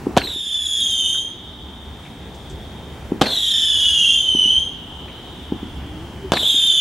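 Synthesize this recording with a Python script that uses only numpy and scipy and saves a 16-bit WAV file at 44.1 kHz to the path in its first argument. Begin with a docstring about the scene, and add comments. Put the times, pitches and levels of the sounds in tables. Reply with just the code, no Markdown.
"""Night fireworks: a town rumbles under a thin whine near 15.7 kHz, and far salutes thud and come back off a
wall. Three launches follow, about three seconds apart: shaped-noise blasts pop from a tube, then whistling
stars, built from spinning tones and hiss, climb away. Near walls slap back, houses hold the whistle's echo, and
the first two launches get a late knock off a slope; the background dips at each and slowly swells back. Small
ticks come in between; near the end a faint low sine climbs into a blip."""
import sys
import numpy as np
from scipy import signal
from scipy.fft import rfft, irfft
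from scipy.io import wavfile
from scipy.ndimage import uniform_filter1d

SR = 44100
rng = np.random.default_rng(int(sys.argv[2]) if len(sys.argv) > 2 else 0)


def file_out(sig):
    """Save sig as 16-bit WAV at sys.argv[1]."""
    # one column per channel
    cols = np.atleast_2d(sig).T
    # limit, then scale
    lim = np.clip(cols, -1, 1)
    pcm = np.round(lim * 32767).astype(np.int16)
    wavfile.write(sys.argv[1], SR, pcm)


N = 300028
T = np.arange(N) / SR
LEFT_RIGHT = np.array([[1], [-1]])  # sends a side signal to left and, inverted, to right

# Colour of the town rumble: (frequency [Hz], relative level [dB])
TOWN_COLOUR = [(15, -39), (25, -18), (52, -8.5), (72, 2), (90, -7.5), (150, -9), (230, -9.5), (400, -14),
               (531, -20), (887, -19), (1100, -24.5), (2480, -31), (4000, -37.5), (8000, -44),
               (14800, -51.5), (18000, -53)]
# Background dip at each launch: (time [s], depth before the return sets in [dB], swell-back time constant [s])
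LAUNCH_DIPS = [(.17, -17.5, 1.27), (3.2, -10.5, 1.72), (6.33, -13, 1.1)]
# Far salutes: (time [s], level [dB], pitch [Hz])
SALUTES = [(0.0707, -5, 322), (0.362, -25, 314), (3.122, -5, 300), (4.351, -12, 282), (5.524, -7, 283),
           (6.546, -22.5, 287)]
# Colour of the rough wall's return: (frequency [Hz], relative level [dB])
WALL_COLOUR = [(100, 6.5), (350, 0), (900, -5), (4000, -9)]
# Launch blasts, several per launch: (time [s], push level [dB], crack re push [dB], rattle re push [dB])
LAUNCH_BLASTS = [(0.1668, -9.5, 0, -12.5), (0.1696, 3.5, -17, -23.5), (0.1737, 2, -20, -25),
                 (.175, 1.5, 1.5, -20.5), (0.1811, -13, 8, -14), (3.213, -8, 3, -13.5),
                 (3.2156, 3, -3.5, -11), (3.222, -5.5, 5, -25), (3.245, -24, 1, -12.5),
                 (6.32, 2.5, -2.5, -14.5), (6.334, -13, 2.5, -10), (6.336, -9, -3.5, -3)]
# Colour of a blast's low push: (frequency [Hz], relative level [dB])
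PUSH_COLOUR = [(35, -54), (60, -6.5), (300, 3.5), (750, 0.5), (1000, -3), (1580, -20.5), (2050, -16),
               (4400, -24), (16000, -71)]
# Colour of a blast's sharp crack: (frequency [Hz], relative level [dB])
CRACK_COLOUR = [(600, -20.5), (1600, 1), (2050, -8.5), (3500, 1.5), (4420, -8), (7940, -18.5), (13000, -30),
                (16000, -106)]
# Whistling stars: (lit [s], turn [s], out [s], pitch when lit [Hz], pitch at the turn [Hz], pitch when out [Hz],
# time constant of the first drop [s], sag [Hz/s], level at the turn [dB], growth [dB/s], spin [turns/s],
# spin depth [Hz], half-pitch tone [dB], overtone trim [dB], left minus right [dB])
WHISTLING_STARS = [(.192, 1.07, 1.413, 4520, 3032, 3327, 0.054, 880, -23, 4.5, 32.6, 33, -24.5, 2, -1),
                   (.24, .5, .64, 3800, 3247, 3040, .05, 1300, -29.5, -2, 28, 80, -22, -1, -1),
                   (.58, 1.1, 1.28, 3590, 3630, 3660, .07, -250, -25.5, 7, 21, 20, -21, 3, -1.5),
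                   (.6, 1.08, 1.3, 3557, 3190, 3357, 0.074, 603, -23.5, 3.5, 29.4, 13.5, -44, 8.5, 0),
                   (3.232, 4.43, 4.8, 4406, 2970, 3273, .12, 690, -17, 5.5, 27.7, 38.5, -18.5, -3, -0.8),
                   (3.26, 4.1, 4.24, 3742, 2810, 2805, 0.096, 580, -19.5, 4, 23.8, 53, -27, -4.5, -0.5),
                   (3.28, 4.07, 4.38, 4250, 3313, 3710, .07, 800.5, -24.5, 8, 31.5, 33, -41, 4, -.5),
                   (3.3, 4.05, 4.37, 3780, 3114, 3356, .07, 620, -19.5, 8, 33, 36, -37, 3, -1),
                   (4.26, 4.4, 4.75, 3180, 3061, 3370, 0.0664, 697, -19.5, 3, 29.77, 7.2, -42, -3.5, -1),
                   (6.332, 6.9, 7.2, 4466, 3486, 3700, 0.041, 299, -19, 1.5, 27.3, 26, -38, -1.5, -0.5),
                   (6.35, 6.9, 7.2, 3782, 2994, 3200, .06, 721.5, -20, -1, 35.6, 54, -28.5, -0.5, -1),
                   (6.38, 6.9, 7.2, 4266, 3146, 3300, 0.073, 1500, -20, 16, 28, 19, -35, 6.5, -1)]
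# Flame sputters, where pitch jumps up and slides back; star row number from 0: (time [s], jump [Hz])
FLAME_SPUTTERS = {2: [(.655, 397), (.805, 354), (.905, 199)], 6: [(3.508, 349), (3.8, 196), (3.838, 197)],
                  11: [(6.665, 397)]}
# Overtones of the whistle: (multiple of the pitch, level before trim [dB])
WHISTLE_OVERTONES = [(2, -19), (3, -22), (4, -37.5)]
# Colour of the flame's hiss: (frequency [Hz], relative level [dB])
HISS_COLOUR = [(700, -10.5), (2200, -4), (3400, 16.5), (4500, -6.0), (6500, -7), (11000, -8.5), (15000, -27)]
# Slap-backs of the blasts off near walls: (time [s], nominal level [dB], centre [Hz])
WALL_SLAPS = [(.209, -21, 1100), (.216, -14, 2150), (.25, -20.5, 330), (.27, -23, 1830), (.281, -21, 292),
              (3.257, -14, 1980), (3.28, -23, 1500), (3.325, -22, 503), (6.345, -28, 400),
              (6.355, -23, 1000), (6.37, -10, 1910), (6.43, -19, 496)]
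# Short ticks between launches: (time [s], nominal level [dB], centre [Hz])
SHORT_TICKS = [(1.145, -35, 1360), (2.345, -47, 5900), (2.497, -41, 6040)]
# Faint climbing tone with a blip at its end: (time [s], pitch [Hz], level [dB])
CLIMBING_TONE = [(5.841, 284, -41), (5.899, 296, -39), (6.019, 332, -38.5), (6.151, 366, -42),
                 (6.21, 391, -56), (6.25, 388, -26), (6.29, 350, -40)]

# A far slope returns a launch as a soft knock: delay [s], nominal level [dB], centre [Hz]
SLOPE_S, SLOPE_DB, SLOPE_HZ = 1.88, -36.5, 2090


def undb(db):
    """Decibels to gain."""
    return 10 ** (np.asarray(db) / 20)


def unit(x):
    """Scale to rms 1."""
    return x / np.sqrt(np.mean(x ** 2))


def gains(points, size):
    """Gain at each FFT bin of a colour given as (frequency [Hz], level [dB])."""
    hz, db = np.transpose(points)
    bins_hz = np.fft.rfftfreq(size, 1 / SR)
    return undb(np.interp(np.log(bins_hz + 1), np.log(hz), db))


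def noise(points, size=N):
    """Coloured noise of rms 1."""
    spectrum = rfft(rng.standard_normal(size)) * gains(points, size)
    return unit(irfft(spectrum, size))


def causal(points, size=2048):
    """Minimum-phase pulse with this colour, peak 1, built by folding the cepstrum."""
    cepstrum = irfft(np.log(gains(points, size)))
    cepstrum[1:size // 2] *= 2
    cepstrum[size // 2 + 1:] = 0
    pulse = irfft(np.exp(rfft(cepstrum)))
    return pulse / np.abs(pulse).max()


def walk(rate, size=N):
    """Random modulator of rms 1: levels held 1 / rate seconds, then slewed twice."""
    hold = max(int(SR / rate), 1)
    steps = np.repeat(rng.standard_normal(size // hold + 1), hold)
    slewed = uniform_filter1d(uniform_filter1d(steps, hold), hold)
    return unit(slewed[:size])


def add(out, s, x):
    """Mix x in at time s."""
    i = int(s * SR)
    out[..., i:i + x.shape[-1]] += x[..., :N - i]


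def town():
    """Octave bands of rumble flicker alone, wider in the treble, under a thin steady-pitched pulsing whine."""
    rumble, colour = 0, gains(TOWN_COLOUR, N)
    octave = np.log2(np.fft.rfftfreq(N, 1 / SR) + 1)
    for centre in np.arange(4, 15):
        band = colour * np.cos(np.pi / 2 * np.clip(octave - centre, -1, 1))
        mid, side = irfft(rfft(rng.standard_normal((2, N))) * band, N)
        width = np.interp(centre, [5, 9, 13], [.12, .13, .5])
        flicker_db = np.interp(centre, [7, 11], [1.6, .7]) * (.6 * walk(3) + walk(14))
        rumble = rumble + undb(flicker_db) * (mid + width * side * LEFT_RIGHT)
    # a steady pitch near 15.7 kHz, its level pulsing 11 times a second
    pulse = 1 + .8 * np.sin(2 * np.pi * 11.1 * T)
    whine = np.sin(2 * np.pi * 15735 * T) * pulse
    return undb(2.5) * unit(rumble) + undb(-34) * whine


def swell(rest_db=-34, dip_s=0.14, swell_power=1.18):
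    """Gain of the background: a quick dip at each launch, a slow return."""
    db = rest_db
    for s, depth_db, back_s in LAUNCH_DIPS:
        age = np.maximum(T - s, 0)
        fall = 1 - np.exp(-(age / dip_s) ** 2)
        db = db + depth_db * fall * np.exp(-(age / back_s) ** swell_power)
    return undb(db)


def thuds():
    """Distance leaves two rounded cycles with a slight edge, scattered copies and one echo off a rough wall."""
    out, t = np.zeros(N), np.arange(-400, 400) / SR
    for s, db, hz in SALUTES:
        edge = 0.16 * np.exp(-((t + 0.0019) / 0.00099) ** 2) * np.sin(2 * np.pi * 2.66 * hz * t)
        cycles = np.exp(-(t / 0.0022) ** 2) * np.cos(2 * np.pi * hz * t)
        add(out, s - 400 / SR, undb(db) * (edge - cycles))
    decay = np.exp(-np.arange(4000) / SR / 0.03)
    mid, side = rng.standard_normal((2, 4000)) * decay * undb(-36.0)
    scatter = mid + 0.33 * side * LEFT_RIGHT
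    near = out + signal.fftconvolve(out[None], scatter, axes=1)[:, :N]
    return near + wall(near)


def wall(x, delay_s=.107, level_db=-8.5):
    """One rough wall sends bangs back later, smeared over some 20 ms and duller."""
    smear = noise(WALL_COLOUR, 1500) * np.exp(-np.arange(1500) / SR / 0.0039)
    # the return level holds near 300 Hz
    response = np.abs(signal.freqz(smear, 1, [240, 300, 360], fs=SR)[1])
    smear = smear / np.sqrt(np.mean(response ** 2))
    out = np.zeros_like(x)
    add(out, delay_s, undb(level_db) * signal.fftconvolve(x, [smear], axes=1)[:, :N])
    return out


def pops():
    """Each blast is a low push and a sharp crack, with a rattle of reflections behind."""
    out, push, crack = np.zeros((2, N)), -causal(PUSH_COLOUR), causal(CRACK_COLOUR)
    size = 12000
    t = np.arange(size) / SR
    fade = np.exp(-t / 0.0033) + undb(-14.0) * np.exp(-t / 0.066)
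    for s, db, crack_db, tail_db in LAUNCH_BLASTS:
        low, low_side = noise(PUSH_COLOUR, size), noise(PUSH_COLOUR, size)
        high, high_side = noise(CRACK_COLOUR, size), noise(CRACK_COLOUR, size)
        crack_gain = undb(crack_db)
        mid = low + crack_gain * 0.9 * high
        side = 0.095 * low_side + crack_gain * 0.33 * high_side
        rattle = mid + side * LEFT_RIGHT
        add(out, s, undb(db) * (push + crack_gain * crack))
        add(out, s, undb(db + tail_db + 2.8 * walk(140.6, size)) * fade * rattle)
    return out


def burn(t, lit_s, turn_s, out_s, lit_hz, turn_hz, out_hz, drop_s, sag, db, growth,
         catch_s=.05, catch_db=-12, dying_db=-40.5, dying_power=3.12):
    """Pitch drops fast, sags as the tube empties and bends at the end; the tone catches, grows, then dies."""
    before = np.maximum(turn_s - t, 0)
    dying = np.clip((t - turn_s) / (out_s - turn_s), 0, 1)
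    drop_hz = lit_hz - turn_hz - sag * (turn_s - lit_s)
    hz = turn_hz + sag * before + drop_hz * np.exp((lit_s - t) / drop_s) + (out_hz - turn_hz) * dying
    catch = catch_db * np.exp((lit_s - t) / catch_s)
    return hz, db - growth * before + catch + dying_db * dying ** dying_power


def star(row, sputters, hiss_db=-16.5, air_db_per_s=7, flutter_db=3, waver_db=1.03,
         slide_s=.016, jitter_hz=22, start_hz=180, settle_s=.14, drift_hz=5):
    """Burning powder sings in its tube; spin wobbles pitch and level, the flame hisses around the tone."""
    lit_s, out_s = row[0], row[2]
    turns, depth_hz, half_db, over_db, pan_db = row[10:]
    t = np.arange(lit_s * SR, min(out_s * SR, N)) / SR
    size = len(t)
    hz, db = burn(t, *row[:10])
    # age counts from the latest blast before the star lights
    age = t - max(blast[0] for blast in LAUNCH_BLASTS if blast[0] < lit_s)
    # the higher the star climbs, the more treble the air takes
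    dull_db = -air_db_per_s * age
    spin = 2 * np.pi * np.cumsum(turns * (1 + 0.1207 * walk(9, size))) / SR
    # the flame is ragged when lit and steadies as it burns down
    ragged = (jitter_hz + start_hz * np.exp(-age / settle_s)) * walk(520, size)
    pitch = hz + depth_hz * np.sin(spin) + ragged + drift_hz * walk(24.75, size)
    for at, jump_hz in sputters:
        pitch = pitch + jump_hz * (t > at) * np.exp(-np.abs(t - at) / slide_s)
    phase = 2 * np.pi * np.cumsum(pitch) / SR
    tone = np.sin(phase) * undb(flutter_db * walk(200, size) + depth_hz / 40 * np.cos(spin))
    over = 0
    for k, level_db in WHISTLE_OVERTONES:
        partial_db = level_db + over_db + (k - 2) / 3 * dull_db + 3.16 * walk(250, size)
        over = over + undb(partial_db) * np.sin(k * phase)
    # around 0.4 s into the climb every second cycle is weaker: tones at .5, 1.5 and 2.5 times the pitch
    half_gain = undb(half_db) * (0.82 + 0.7 * walk(400, size)) * np.exp(-((age - .4) / 0.41) ** 2)
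    half = half_gain * (.5 * np.sin(phase / 2) + np.sin(3 * phase / 2) + 0.38 * np.sin(5 * phase / 2))
    hiss_gain = undb(hiss_db + dull_db)
    mid = unit(tone) / np.sqrt(2) + over + half + hiss_gain * noise(HISS_COLOUR, size)
    # left and right differ a little, each part in its own way
    side = 0.093 * np.cos(phase + 1.9 * walk(39.8, size))
    side = side + 0.3 * walk(60.14, size) * (over + half)
    side = side + 0.062 * hiss_gain * noise(HISS_COLOUR, size)
    edges = np.clip(np.minimum(t - lit_s, out_s - t) / 0.007, 0, 1)
    level = undb(db + waver_db * walk(12.66, size)) * np.sqrt(2) * edges
    return level * (mid + side * LEFT_RIGHT) * undb(pan_db * LEFT_RIGHT / 2)


def houses(x, near_db=-20, near_t60=0.55, wide=0.65,
           far_db=-28.5, far_t60=3.9, hill_s=SLOPE_S, hill_spread_s=.2, hill_db=-18.5, blur=.9):
    """Near fronts give a short tail, the far town a long dull one, with a late smeared return off a slope."""
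    t, out = np.arange(int(3.4 * SR)) / SR, 0
    # restless air blurs what comes back
    x = x * (1 + blur * walk(350)) / np.hypot(1, blur)
    late = undb(hill_db) * np.exp(-((t - hill_s) / hill_spread_s) ** 2)
    for db, t60, top_hz, extra in ((near_db, near_t60, 6000, 0), (far_db, far_t60, 3800, late)):
        colour = [(300, -6), (2900, -5), (top_hz, 0), (2 * top_hz, -24)]
        mid, side = noise(colour, len(t)), noise(colour, len(t))
        shape = 1000. ** (-t / t60) * np.minimum(t / 0.009, 1) + extra
        echo = (mid + wide * side * LEFT_RIGHT) * shape / np.sqrt(np.sum(shape ** 2))
        out = out + undb(db) * signal.fftconvolve(x.mean(0)[None], echo, axes=1)[:, :N]
    return out


def bursts(rows, decay_s):
    """Slaps, ticks and knocks: short decaying noise around a centre, partly shared by both sides."""
    out, t = np.zeros((2, N)), np.arange(2000) / SR
    shape = np.minimum(t / .001, 1) * np.exp(-t / decay_s)
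    for s, db, hz in rows:
        colour = [(hz / 8, -50), (hz / 0.99, 0), (hz * 1.25, 0), (hz * 3, -50)]
        burst = np.array([noise(colour, 2000) for _ in range(2)])
        add(out, s, undb(db) / 2 * (burst[0] + 0.38 * burst) * shape)
    return out


def hum():
    """A sine that follows the climbing pitch, wavering in pitch and level."""
    s, hz, db = np.transpose(CLIMBING_TONE)
    pitch = np.interp(T, s, hz) + 6 * walk(30)
    tone = np.sin(2 * np.pi * np.cumsum(pitch) / SR)
    return np.sqrt(2) * tone * undb(np.interp(T, s, db, -120, -120) + 2 * walk(27))


def scene():
    """Stars and bangs, with town and echoes on the slow swell of the background."""
    back = swell()
    stars = np.zeros((2, N))
    for k, row in enumerate(WHISTLING_STARS):
        add(stars, row[0], star(row, FLAME_SPUTTERS.get(k, [])))
    # the slope answers the first two launches
    knocks = [(s + SLOPE_S, SLOPE_DB, SLOPE_HZ) for s, *_ in LAUNCH_DIPS[:2]]
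    bangs = thuds() + pops() + bursts(WALL_SLAPS, 0.0042) + bursts(SHORT_TICKS + knocks, 0.022)
    # an echo that outlasts the dip comes up with the swell
    return stars + bangs + hum() + back * (town() + houses(stars / back))


def record(dry):
    """The loudest blasts clip and a steep low-pass at 15950 Hz cuts the top."""
    top_cut = signal.ellip(10, .2, 70, 15950, fs=SR, output="sos")
    return np.clip(signal.sosfilt(top_cut, np.clip(dry, -1, 1)), -1, 1)


dry = scene()
out = record(dry)
file_out(out)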